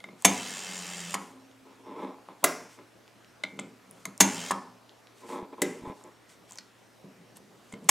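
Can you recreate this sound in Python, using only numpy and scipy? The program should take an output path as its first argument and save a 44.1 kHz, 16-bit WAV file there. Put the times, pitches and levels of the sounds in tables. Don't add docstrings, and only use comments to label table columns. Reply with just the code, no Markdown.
import sys
import numpy as np
from scipy import signal
from scipy.io import wavfile
from scipy.ndimage import uniform_filter1d

SR = 44100
rng = np.random.default_rng(int(sys.argv[2]) if len(sys.argv) > 2 else 0)


def nominal_scale(level):
    x = np.asarray(level, float) / 20
    return 10 ** x


def wav_record(signal):
    frames = np.transpose(np.atleast_2d(signal))
    bounded = np.clip(frames, -1, 1)
    quanta = np.round(bounded * 32767).astype(np.int16)
    wavfile.write(sys.argv[1], SR, quanta)


N = 348372


def evened(x):
    return x / np.sqrt(np.mean(x ** 2) + 1e-20)


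def read(points, hz):
    f, value = np.transpose(points)
    return np.interp(np.log(hz + 1), np.log(f + 1), value)


def add(mix, s, sound):
    part = mix[..., round(s * SR):][..., :sound.shape[-1]]
    part += sound[..., :part.shape[-1]]


def impulses(events, offset_db=0):
    push = np.zeros(N)
    for s, db in events:
        add(push, s, nominal_scale(np.array([db + offset_db])))
    return push


def slow_noise(length):
    return evened(uniform_filter1d(rng.standard_normal(N), length))


def colour(x, points):
    log_gain = np.log(nominal_scale(read(points, abs(np.fft.fftfreq(2048, 1 / SR)))))
    taps = np.fft.ifft(np.exp(np.conj(signal.hilbert(log_gain)))).real[:1024]
    return signal.oaconvolve(x, taps / np.linalg.norm(taps))[:len(x)]


def high_pass(x, order, hz):
    return signal.sosfilt(signal.butter(order, hz, "high", fs=SR, output="sos"), x)


def resonate(x, hz, width):
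    r = np.exp(-np.pi * width / SR)
    return 2 * signal.lfilter([1 - r], [1, -r * np.exp(2j * np.pi * hz / SR)], x).real


def resonate_twice(x, hz, width):
    return resonate(resonate(x, hz, width), hz, width)


def ring(x, modes, split=0, sign=-1):
    t, answer = np.arange(16000) / SR, 0
    for k, (hz, db, t60) in enumerate(modes):
        trio = hz * (1 + split * rng.uniform(-0.55, 1, (3, 1)))
        decay = nominal_scale(db - 60 * t / t60)
        answer = answer + sign ** k * decay * np.sin(2 * np.pi * trio * t).sum(0)
    first_10_ms = answer[:441]
    return signal.oaconvolve(x, answer / np.std(first_10_ms))[:len(x)]


def pulses(rate, scatter_db):
    turns = np.floor(np.cumsum(rate) / SR)
    return np.diff(turns, prepend=turns[0]) * nominal_scale(scatter_db * rng.standard_normal(len(rate)))


def rattle(length):
    t = np.arange(3000) / SR
    impacts = rng.standard_normal((4, 3000)) * nominal_scale(2.5 * rng.standard_normal(3000))
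    impacts *= np.exp(-t / length) * (0.29 + np.clip(t / (0.44 * length), 0, 1) ** 3)
    return impacts / np.linalg.norm(impacts, axis=1, keepdims=True)


# (frequency [Hz], density [dB per Hz])
AIR = [(15, -53.5), (25, -24), (64, -20.5), (89, -8), (117, -11.5), (212, -0.5), (301, -0.5), (591, -2.5),
       (936, -6), (1370, -7), (1560, -9), (3430, -15), (6050, -18.5), (13600, -27.5), (16000, -37)]
# (frequency [Hz], coherence [0-1])
COHERENCE = [(60, 0.33), (240, 0.41), (950, 0.72), (3770, 0.79), (15000, 1)]
# (frequency [Hz], width [Hz], level [dB])
HUMS = [(116, 10, -80)]
AIR_DB, MAINS_HZ, MAINS_DB = -58.5, 117, -72
WHINE_HZ, WHINE_DB, WHINE_SWING_DB, WHINE_S = 5562, -92, 4, .04


def air():
    frames, hz = N // 256 + 5, np.fft.rfftfreq(1024, 1 / SR)
    a, b, c, d, patches = rng.standard_normal((frames, 513, 5)).T
    patches = evened(uniform_filter1d(uniform_filter1d(patches, 12, 0), 14, 1))
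    same = np.clip(read(COHERENCE, hz), -1, 1)[:, None]
    left = a + 1j * b
    right = same * left + np.sqrt(1 - same ** 2) * (c + 1j * d)
    z = np.array([left, right]) * nominal_scale(read(AIR, hz)[:, None] + 1.5 * patches)
    hiss = nominal_scale(AIR_DB) * evened(signal.istft(z, nperseg=1024, noverlap=768)[1][:, :N])
    hums = sum(nominal_scale(db) * evened(resonate_twice(rng.standard_normal(N), f, w)) for f, w, db in HUMS)
    span = round(WHINE_S * SR)
    flicker = evened(uniform_filter1d(uniform_filter1d(rng.standard_normal(N), span), span))
    whine = evened(resonate(rng.standard_normal(N), WHINE_HZ, 25))
    whine = nominal_scale(WHINE_DB + WHINE_SWING_DB * flicker) * whine
    mains = nominal_scale(MAINS_DB) * np.sqrt(2) * np.sin(2 * np.pi * MAINS_HZ * np.arange(N) / SR)
    return hiss + hums + mains + whine


# (time [s], crack level [dB], box level [dB], finger plate level [dB], crack centre [Hz])
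TAPS = [(0.0024, -48, -65, -52.5, 3340), (0.04, -43.5, -49, -40, 3130), (0.0871, -62, -54, -51.5, 3060),
        (3.4359, -30.5, -42.5, -27.5, 3660), (3.4486, -50, -53, -39, 3100), (3.59, -33.5, -42, -38, 2900),
        (3.5949, -34, -56.5, -52, 7600), (4.0529, -30.5, -43, -37, 6780), (6.5844, -32, -60, -69, 4860),
        (7.7235, -41.5, -54, -51, 7940), (7.7375, -43.5, -56, -47.5, 3380)]
# (time [s], crack level [dB], box level [dB], small panels re box [dB], stop ring level [dB])
STOPS = [
    (0.2468, -5, -20.5, 0.5, -11),
    (4.2026, -2.5, -18.5, -4, -7.5),
    (7.8886, -4.5, -28, 8.5, -12.5),
]
# (time [s], back plate level [dB], box level [dB], crack level [dB], rebound level [dB])
HOMES = [
    (1.1406, -34, -36, -33, -33.5),
    (4.5081, -24, -32.5, -35, -29.5),
]
# (time [s], crack level [dB], box level [dB], small panels re box [dB], crack centre [Hz])
DETENTS = [
    (2.2871, -70, -63.5, 20.5, 3030),
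    (2.4400, -13, -32, 12, 10500),
    (2.789, -69, -56.5, 10, 2725),
    (5.529, -62.5, -58, -3, 2887),
    (5.6178, -18.5, -28, -11, 7800),
]
STOP_SMALL_LAG_S, HOME_RATTLE_S = .002, .003


def strikes():
    rows = []
    for s, crack, box, small, _ in STOPS:
        rows.append((s, crack, box, box + small, crack - 25.5, 7200, 0, 0, -7.5, STOP_SMALL_LAG_S, 0))
    for s, _, box, crack, _ in HOMES:
        rows.append((s, crack, box, box - 6, box - 8, 7060, 0, 15, -8, 0, HOME_RATTLE_S))
    for s, crack, box, plate, hz in TAPS:
        rows.append((s, crack + 4.5, box, box, plate, hz, 0, -7, 0, 0, 0))
    for s, crack, box, small, hz in DETENTS:
        rows.append((s, crack, box, box + small - 5, box - 15, hz, 1, 1.5, 0, 0, 0))
    return rows


# (time [s], level [dB])
THUDS = [(7.0355, -47), (3.586, -46), (5.625, -38)]
# (frequency [Hz], density [dB per Hz])
CRACK = [(880, -28.5), (1500, -8.5), (2150, -8), (2550, -12), (5130, -14.5), (6520, -8.5), (6920, -5.5),
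         (13900, -19.5), (15400, -25.5), (16400, -40)]
LOW_PANELS = [(115, -16, 0.77), (175.9, -4.5, 0.5), (195.1, 1, 0.4), (250, -2.5, 1), (283, -1, 0.2),
              (340.5, -5.5, 0.24), (424, -2, 0.11), (530, -4.5, 0.039), (616, 3, 0.064)]
KNOB_PANELS = [(167, -14.5, 0.52), (250, 1, 0.17), (290, 0, 0.12), (365, 4.5, 0.12), (416, 0.5, 0.14),
               (478, 11.5, 0.047), (495, 8, 0.075), (575, -4, 0.11)]
SMALL_PANELS = [(730, -8, .05), (820, -3, .05), (900, -3, .05), (990, 0, .06), (1070, -.5, .06),
                (1160, -3, .06), (1265, -6, .05), (1400, -10, .04), (1660, -8, .04), (1940, -9, .04),
                (2360, -15, .03)]
PLATE = [(2030, 6, .018), (2143, 9, .024), (2090, -18, .06), (1437, -7, .035), (626, -8, .06),
         (3700, -9, .02), (3000, -7, .02)]
STOP = [(6377, 0, .125), (6377, -24, .6), (6555, -14, .08)]
SHORTEST_S, SOFT_DB = .0013, -19
STOP_LAG_S = 0.0041


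def blows():
    broad, small, bright, plate, stop = np.zeros((5, N))
    low = np.zeros((2, N))
    for s, crack_db, low_db, small_db, plate_db, hz, place, wide_db, spot_db, lag_s, extra_s in strikes():
        force = np.sqrt(nominal_scale(crack_db))
        hit = rattle(extra_s + SHORTEST_S + 0.0085 * force)
        smoothing = 3 if crack_db < SOFT_DB else 1
        add(broad, s, nominal_scale(crack_db + wide_db) * uniform_filter1d(hit[0], size=smoothing))
        thud = rattle(0.00037 + 0.0032 * force)
        add(low[place], s, nominal_scale(np.array([low_db])))
        add(small, s + lag_s, nominal_scale(small_db) * thud[2])
        add(bright, s, nominal_scale(crack_db + spot_db) * resonate_twice(hit[3], hz, 1500))
        add(plate, s + .0012, nominal_scale(np.array([plate_db])))
    low[0] += impulses(THUDS)
    for s, *_, db in STOPS:
        add(stop, s + STOP_LAG_S, nominal_scale(np.array([db])))
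    crack = nominal_scale(17.5) * colour(broad, CRACK) + nominal_scale(24.5) * bright
    panels = nominal_scale(-7.0) * ring(low[0], LOW_PANELS, 0.018)
    panels += nominal_scale(2.0) * ring(low[1], KNOB_PANELS, 0.0093)
    panels += nominal_scale(2.0) * high_pass(ring(small, SMALL_PANELS, 0.036, 1), 2, 350)
    held_plate = nominal_scale(-0.5) * ring(plate, PLATE)
    return crack + bodies() + panels + nominal_scale(-9) * ring(stop, STOP), held_plate


# (frequency [Hz], t60 [s])
WALLS = [(150, 0.6), (500, 0.45), (1500, 0.5), (4000, 0.2), (9000, 0.5), (15000, .22)]
# (frequency [Hz], level [dB])
ECHO = [(150, -3), (500, -1), (1000, -5), (2100, -7.5), (4000, -8.5), (9000, -16), (15000, -16.5)]
# (frequency [Hz], share [0-1])
APART = [(100, .03), (500, 0.038), (2000, 0.048), (6000, 0.18), (14000, .25)]


def walls(x):
    hz, t, z = signal.stft(rng.standard_normal((2, SR * 3 // 4)), SR, nperseg=256)
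    t60 = read(WALLS, hz)[:, None]
    unit_energy = np.sqrt(6 * np.log(10) / (t60 * SR))
    z = z * nominal_scale(read(ECHO, hz)[:, None] - 60 * t / t60) * unit_energy
    z = z * np.array([np.ones(len(hz)), read(APART, hz)])[:, :, None]
    mid, side = signal.istft(z, SR, nperseg=256)[1]
    tail = np.pad([mid + side, mid - side], ((0, 0), (180, 0)))
    return signal.fftconvolve(x[None], tail, axes=1)[:, :N]


# (time [s], level [dB])
FLICKS = [
    (0.042, -59),
    (3.4375, -45.5),
    (3.592, -56.5),
]
# (time [s], level [dB])
SLIPS = [(1.86, -42), (1.987, -36), (1.994, -36), (2.042, -34), (2.09, -34), (2.108, -34), (2.124, -39),
         (2.144, -40), (2.185, -42), (5.234, -42), (5.292, -32), (5.332, -34), (5.349, -35), (5.381, -31),
         (5.428, -37), (5.853, -36), (5.886, -32), (6.012, -40)]
# (time [s], level [dB])
RIM_KNOCKS = [(4.0535, -40), (7.8915, -19.5)]
LID_KNOCKS = [(7.8905, -21)]
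FREE_PLATE = [(2130, 1, 0.4), (2080, -5.5, 0.27), (2290, -7, 0.38), (8350, -24, .12), (6200, -22.5, .12),
              (6450, -22, .1)]
STOP_BODY = [(603.7, -23.5, .12), (754, -8, 0.018), (973, -14.5, 0.11), (2230, -3, 0.08),
             (3035, -12, 0.064), (3505, -9, 0.035), (4470, -16.5, 0.045), (5450, -12, 0.039),
             (7600, -9.5, 0.041), (7400, -15, 0.03), (8100, -8, 0.04), (8450, -15.5, 0.099),
             (9990, -4.5, 0.041), (10750, -5.5, 0.038)]
HOME_BODY = [(813, -20, 0.41), (892, -18, 0.055), (1003, -1, 0.039), (1062, 5, 0.055), (1173, -4.5, 0.045),
             (1270, -9, .07), (1480, -20, 0.26), (1680, -11.5, 0.1), (1750, -8, 0.096), (2020, -17, 0.049),
             (2750, -7, 0.088), (3200, -8, 0.13), (3820, -26, .06)]
GRIP_SMALL = [(858, -1.5, 0.041), (1016, 1.5, .035), (1121, -3, 0.021), (1310, -15.5, 0.088),
              (1660, -13, 0.014), (2100, -17, 0.018), (2820, -23.5, .006)]
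DETENT_BODY = [(598, -26, 0.17), (795, -18, 0.05), (1400, -10, 0.023), (1016, -5, 0.033), (1436, -25, 0.16),
               (1606, -12, .2), (2020, -1.5, 0.042), (7946, -14, 0.02)]
RIM = [(1062, 1, 0.054), (1200, -7, 0.035), (965, -6, .05), (1230, -9.5, 0.047)]
LID = [(804, -0.5, .04), (860, -3.5, 0.055)]
STOP_BODY_DB = [-10, -20, -14.5]
REBOUND_S, DETENT_LAG_S = .0108, 0.001955


def bodies():
    stop, home, detent = np.zeros((3, N))
    for (s, db, *_), body_db in zip(STOPS, STOP_BODY_DB):
        add(stop, s + .001, nominal_scale(db + body_db) * rattle(0.0064)[0])
    for s, db, *_, rebound_db in HOMES:
        add(home, s + REBOUND_S, nominal_scale(rebound_db) * np.hanning(22) / 7)
        add(home, s, nominal_scale(db) * np.hanning(20) / 7)
    for s, db, *_ in DETENTS:
        add(detent, s + DETENT_LAG_S, nominal_scale(db - 6) * rattle(0.0013)[0])
    rung = ring(impulses(FLICKS), FREE_PLATE)
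    rung += ring(stop, STOP_BODY, .02)
    rung += ring(home, HOME_BODY, 0.019, 1.0)
    rung += ring(impulses(SLIPS, offset_db=-13.5), GRIP_SMALL, 0, 0.82)
    rung += nominal_scale(-2.5) * ring(detent, DETENT_BODY, 0.028)
    rung += ring(impulses(RIM_KNOCKS), RIM, 0, 0.97)
    rung += ring(impulses(LID_KNOCKS), LID, 0, 1)
    return high_pass(rung, 2, 350)


def pressure(rows):
    t, power = np.arange(0, N + 64, 64) / SR, 0
    for s, rise, fall, db in rows:
        away = np.minimum(np.where(t < s, (s - t) / rise, (t - s) / fall), 4)
        power = power + nominal_scale(db - 45 * away ** 2) ** 2
    return np.interp(np.arange(N) / SR, t, np.sqrt(power))


# (peak time [s], rise [s], fall [s], pressure [dB])
DIAL_GRIPS = [(.11, 0.14, 0.14, -54.5), (3.62, 0.2, 0.15, -46), (3.75, 0.11, 0.075, -60),
              (3.9, 0.091, 0.37, -57.5), (4.08, 0.027, 0.062, -47.5), (6.32, 0.11, 0.21, -67.5),
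              (6.42, 0.041, 0.15, -70), (7.045, 0.01, 0.18, -53), (7.18, 0.084, 0.3, -58),
              (7.42, 0.14, 0.49, -59.5), (7.735, 0.028, 0.14, -43.5), (7.86, 0.11, 0.099, -46.5)]
KNOB_GRIPS = [(1.19, 0.028, 0.47, -51.5), (1.67, 0.038, 0.23, -52), (1.81, 0.065, .12, -54),
              (1.9, 0.094, 0.28, -41), (2.025, 0.16, 0.2, -35.5), (2.3, 0.03, 0.078, -45),
              (2.435, 0.015, 0.01, -34), (2.6, 0.048, 0.24, -52.5), (2.79, 0.044, 0.069, -50.5),
              (5.25, 0.062, 0.11, -44.5), (5.3, 0.02, 0.093, -36.5), (5.35, 0.093, 0.15, -35.5),
              (5.435, 0.034, 0.049, -40), (5.535, 0.02, 0.03, -39.5), (5.587, 0.012, 0.12, -40.5),
              (5.69, .06, 0.44, -51), (5.89, 0.1, 0.072, -36.5), (5.925, 0.071, 0.015, -43),
              (6.065, 0.073, 0.077, -48.5)]
# (peak time [s], rise [s], fall [s], level [dB])
RUBS = [(.21, 0.064, 0.27, -61), (1.2, .03, 0.26, -56), (2.03, 0.14, 0.087, -67.5),
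        (2.425, 0.073, 0.035, -70.5), (2.72, 0.07, .12, -59.5), (2.6, .1, 0.14, -62.5),
        (3.91, 0.17, 0.31, -76.5), (4.04, 0.35, 0.069, -65), (5.2, 0.098, .15, -62.5),
        (5.31, 0.1, 0.17, -53), (5.7, 0.079, 0.26, -58), (5.89, 0.13, 0.069, -65), (5.97, 0.067, .2, -65),
        (6.3, 0.032, 0.1, -59), (6.5, 0.035, 0.17, -59.5), (7.365, 0.018, 0.039, -56),
        (7.725, 0.33, 0.075, -67), (7.86, 0.073, 0.3, -65)]
# (frequency [Hz], density [dB per Hz])
SKIN = [(880, -37.5), (1500, -6.5), (2130, -8.5), (3300, -7.5), (4000, -11.5), (8040, -8), (15000, -25),
        (16400, -33)]
# (frequency [Hz], level [dB], t60 [s])
GRIP_LOW = [(190, -6.5, 0.093), (270, -0.5, 0.09), (355, -0.5, 0.11), (457, 3.5, 0.047), (629, -4, 0.054)]
KNOB_SMALL_DB, DIAL_SMALL_DB = -2.5, -14.5
LUMP_S, LUMP_DB = .025, 1.6


def touch():
    knob, finger = pressure(KNOB_GRIPS), pressure(DIAL_GRIPS)
    slip_rate = 125 * np.exp(.35 * slow_noise(300))
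    slips = evened(pulses(slip_rate, scatter_db=2.6)) + .5 * rng.standard_normal(N)
    slips = slips * nominal_scale(LUMP_DB * slow_noise(round(LUMP_S * SR)))
    low = high_pass(ring(slips, GRIP_LOW), 3, 150)
    grain = nominal_scale(1.3 * slow_noise(120))
    skin = evened(colour(grain * rng.standard_normal(N), SKIN))
    small = nominal_scale(KNOB_SMALL_DB) * knob + nominal_scale(DIAL_SMALL_DB) * finger
    small = small * evened(ring(slips, GRIP_SMALL))
    scuff = nominal_scale(-17.5) * knob * evened(resonate_twice(skin + .7 * slips, 2150, 800))
    scuff += nominal_scale(-22) * knob * evened(resonate_twice(slips, 3400, 700))
    lid_flex = nominal_scale(2) * finger * evened(resonate_twice(slips, 181.6, 76))
    return nominal_scale(-5.5) * ((knob + finger) * evened(low) + small + lid_flex + scuff) + pressure(RUBS) * skin


TICKS = [(1.514, -54, 2380, -20), (2.184, -64, 1983, -25), (3.0786, -47, 2280, -22.5),
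         (3.1925, -62, 2060, -29), (3.246, -46, 2350, -34.5), (3.911, -38.5, 9940, -26),
         (4.894, -47, 3070, -17), (5.071, -48, 3130, -23), (5.185, -59, 2440, -28.5),
         (6.039, -44, 7200, -5), (6.5093, -38, 7100, -22), (6.5214, -36, 7200, -28),
         (6.5322, -43, 7400, -28), (7.37, -37.5, 9730, -20),
         (0.223, -30, 8500, -24), (1.106, -31, 7600, -38), (3.572, -54, 7950, -4.5),
              (4.178, -33, 7800, -33), (5.58, -57.5, 2220, 7), (6.5568, -37.5, 6800, -23.5),
              (6.575, -41, 5970, -33), (7.844, -51, 8620, -4.5),
         (1.142, -22, 8900, -30), (1.146, -31, 7400, -30), (1.1495, -30, 9000, -30),
              (4.5073, -32, 9000, -26.5), (4.5098, -25.5, 8540, -28), (4.513, -19, 9100, -30),
              (4.519, -34, 8500, -30), (4.055, -31, 10800, -25), (4.0545, -32, 3260, -22),
              (4.0668, -40, 8000, -20.5)]


def ticks():
    snaps, push = np.zeros((2, N))
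    for s, db, hz, share_db in TICKS:
        hit = nominal_scale(db) * rattle(0.00045)
        add(snaps, s, nominal_scale(20.5) * resonate_twice(hit[0], hz, 3000))
        add(push, s, nominal_scale(share_db) * hit[2])
    return snaps + ring(push, GRIP_SMALL)


# (start [s], end [s], level [dB])
RUNS = [
    (0.281, 1.141, -41),
    (4.241, 4.507, -41.5),
]
# (time [s], rate [turns per s])
SPEED = [(.3, 94.5), (.5, 93.2), (.7, 91), (.9, 89), (1.14, 84.7), (4.25, 88), (4.51, 83.5)]
# (time [s], level [dB])
BITE = [(.3, -5), (.45, -6), (.58, -1.5), (.66, -7.5), (.79, 0), (.86, -8), (.91, -2.5), (.94, -5),
        (1.0, 1), (1.06, -14), (1.11, -2), (4.25, -2), (4.36, -1.5), (4.4, -7), (4.5, -7)]
# (frequency [Hz], width [Hz], level [dB])
TICK = [(2800, 300, -4.5), (4830, 300, -6.5), (5760, 93, -11.5), (6660, 70, 1.5), (7300, 280, 2.5),
        (7600, 320, -1.5), (8200, 150, 1), (9600, 200, -9.5), (10500, 200, -7)]
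GEAR_RINGS = [(1810, 60, 0), (2110, 90, 0.5), (2646, 61, 1), (3000, 131.2, -1.5), (3130, 52, 2),
              (3520, 46, -2), (3790, 25, -3.5), (4030, 29, -4), (4620, 160, -4), (5140, 92, -2),
              (5650, 120, -4), (6620, 45, 4), (7800, 98, 0), (10200, 90, -7.5)]
# (frequency [Hz], density [dB per Hz])
GEARS = [(71, -69), (120, -33.5), (177, -4), (322, -19), (438, -10), (661, -18), (733, -11), (1200, -14.5),
         (3030, -13), (4150, -19), (4600, -14.5), (6900, -14.5), (13000, -33.5), (16400, -51.5)]
TICK_DB, RUB_SAG_DB_PER_S = -2.16, -4
WOBBLE_DB, WOBBLE_HZ, WOBBLE_WIDTH_HZ, WOBBLE_OFF_DB = -8.5, 177, 9.1, -20.5
RING_DRIFT_S, RING_DRIFT_DB = .06, 2.5
RING_BITE = .6


def dial(s, end, db):
    t = np.arange(s, end, 1 / SR)
    fade = signal.windows.tukey(len(t), 0.0064 / (end - s))
    rate = np.interp(t, *np.transpose(SPEED))
    tick_db = db + TICK_DB + np.interp(t, *np.transpose(BITE))
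    rub_db = db + 1.0 + RUB_SAG_DB_PER_S * (t - s)
    detuning = (2 * rate - WOBBLE_HZ) / WOBBLE_WIDTH_HZ
    wobble_db = db + WOBBLE_DB + WOBBLE_OFF_DB * np.minimum(detuning ** 4, 1)
    rate[0] -= .13 * SR
    turns, noise = np.cumsum(rate) / SR, rng.standard_normal((2, len(rate)))
    scrape = pulses(rate, scatter_db=1.6) + noise[0] * (.02 + .08 * np.exp(-(turns % 1) / .08))
    tick = 0
    for k, (hz, width, level) in enumerate(TICK):
        tone = evened(resonate(resonate(scrape, hz, 1.1 * width), hz, 900))
        tick = tick + (-1) ** k * nominal_scale(level) * tone
    edge = evened(resonate_twice(scrape, 7300, 1500))
    ticking = evened(tick) + .6 * edge
    mesh = noise[1] * (1 + 0.28 * np.cos(2 * np.pi * turns))
    drift = rng.standard_normal((len(GEAR_RINGS), len(t)))
    drift = evened(uniform_filter1d(drift, round(RING_DRIFT_S * SR)))
    teeth = (1 - RING_BITE) * mesh + RING_BITE * evened(scrape)
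    rings = 0
    for (hz, width, level), swell in zip(GEAR_RINGS, drift):
        rings = rings + nominal_scale(level + RING_DRIFT_DB * swell) * evened(resonate(teeth, hz, width))
    rub = evened(colour(mesh, GEARS)) + .75 * evened(rings)
    wobble = np.sqrt(2) * np.sin(4 * np.pi * turns) + .14 * np.sin(2 * np.pi * turns)
    run = nominal_scale(tick_db - 1.5) * ticking + nominal_scale(rub_db + 0.5) * evened(rub) + nominal_scale(wobble_db) * wobble
    return s, fade * run


DRONE_S, DRONE_END_S = 1.3, 1.95
DRONE_HZ, DRONE_DB, DRONE_T60, DRONE_HOLD_DB = 264.6, -48, 0.27, -67.5


def drone():
    t = np.arange(0, DRONE_END_S - DRONE_S, 1 / SR)
    level = nominal_scale(DRONE_DB - 60 * t / DRONE_T60) + nominal_scale(DRONE_HOLD_DB)
    fade = signal.windows.tukey(len(t), .08)
    return DRONE_S, fade * np.sqrt(2) * level * np.sin(2 * np.pi * DRONE_HZ * t)


# (middle time [s], level [dB])
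CHIRPS = [(1.3, -82), (1.43, -76), (1.73, -81), (1.87, -78), (2.0, -79), (2.62, -79), (2.75, -80),
          (3.3, -77), (3.75, -82), (4.97, -79), (5.07, -80), (5.93, -80), (6.03, -79), (6.15, -77),
          (6.36, -82), (6.48, -80), (7.02, -80), (7.15, -78), (7.28, -78)]
CHIRP_HZ, CHIRP_S = 5562, .075


def insect():
    t, out = np.arange(0, CHIRP_S, 1 / SR), np.zeros(N)
    chirp = np.sqrt(2) * signal.windows.tukey(len(t), .5) * np.sin(2 * np.pi * CHIRP_HZ * t)
    for s, db in CHIRPS:
        add(out, s - CHIRP_S / 2, nominal_scale(db + 3) * chirp)
    return out


# (time [s], level [dB], centre [Hz], t60 [s])
SPRINGS = [(2.441, -16, 16000, 0.044), (5.619, -32, 10000, 0.047), (5.62, -49.5, 6000, .5),
           (4.51, -54, 5000, 0.67), (2.442, -22, 7900, .04), (2.444, -39.5, 5600, 0.6),
           (2.443, -49.5, 10000, 0.46), (2.442, -41.5, 1810, 0.65), (5.619, -44.5, 1950, 0.53),
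           (5.62, -47, 9600, 0.12), (3.439, -61, 1860, 0.35)]


def spring(s, db, hz, t60):
    t, width = np.arange(SR // 2) / SR, 1100 + 4e-5 * hz ** 2
    fizz = resonate_twice(rng.standard_normal(len(t)), hz, width)
    return s, evened(fizz) * nominal_scale(db - 60 * t / t60)


# (time [s], level [dB])
LURCHES = [(5.822, -46), (5.837, -43), (5.875, -37), (5.899, -37), (5.428, -43), (7.737, -46)]
# (frequency [Hz], level [dB], t60 [s])
LURCH = [(270, 0, .06), (340, -2, .05), (200, -6, .06)]


def lurches():
    push = np.zeros(N)
    for s, db in LURCHES:
        add(push, s, nominal_scale(db) * np.hanning(40) / 20)
    return ring(push, LURCH, 0, 1)


# (frequency [Hz], side re mid [dB])
PORT_GAP = [(60, -20.5), (180, -32.5), (550, -38.5), (1650, -26.5), (4970, -1), (15000, -8.5)]
PLATE_ECHO_DB, HAND_ECHO_DB = -9, -6.5


def scene():
    box, held_plate = blows()
    box, hand = box + ticks(), touch()
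    for sound in [dial(*r) for r in RUNS] + [drone()] + [spring(*r) for r in SPRINGS]:
        add(box, *sound)
    direct = box + held_plate + nominal_scale(0.8) * hand
    shaded = box + nominal_scale(PLATE_ECHO_DB) * held_plate + nominal_scale(HAND_ECHO_DB) * hand
    direct, shaded = high_pass([direct, shaded], 3, 105)
    near = rng.standard_normal(300) * np.exp(-np.arange(300) / 70)
    gap = signal.oaconvolve(direct, near / np.linalg.norm(near))[:N]
    gap = nominal_scale(-25.5) * colour(gap, PORT_GAP)
    return direct + np.outer([1, -1], gap) + walls(shaded) + air() + insect() + lurches()


def low_pass(x):
    return signal.sosfilt(signal.butter(12, 16510, fs=SR, output="sos"), x)


def record(dry):
    limited = signal.oaconvolve(dry, signal.firwin(255, 16000, fs=SR)[None], "same")
    guarded = np.clip(limited, -1, 1)
    finished = signal.oaconvolve(guarded, signal.firwin(255, 16350, fs=SR)[None], "same")
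    return low_pass(finished)


dry = scene()
out = record(dry)
wav_record(out)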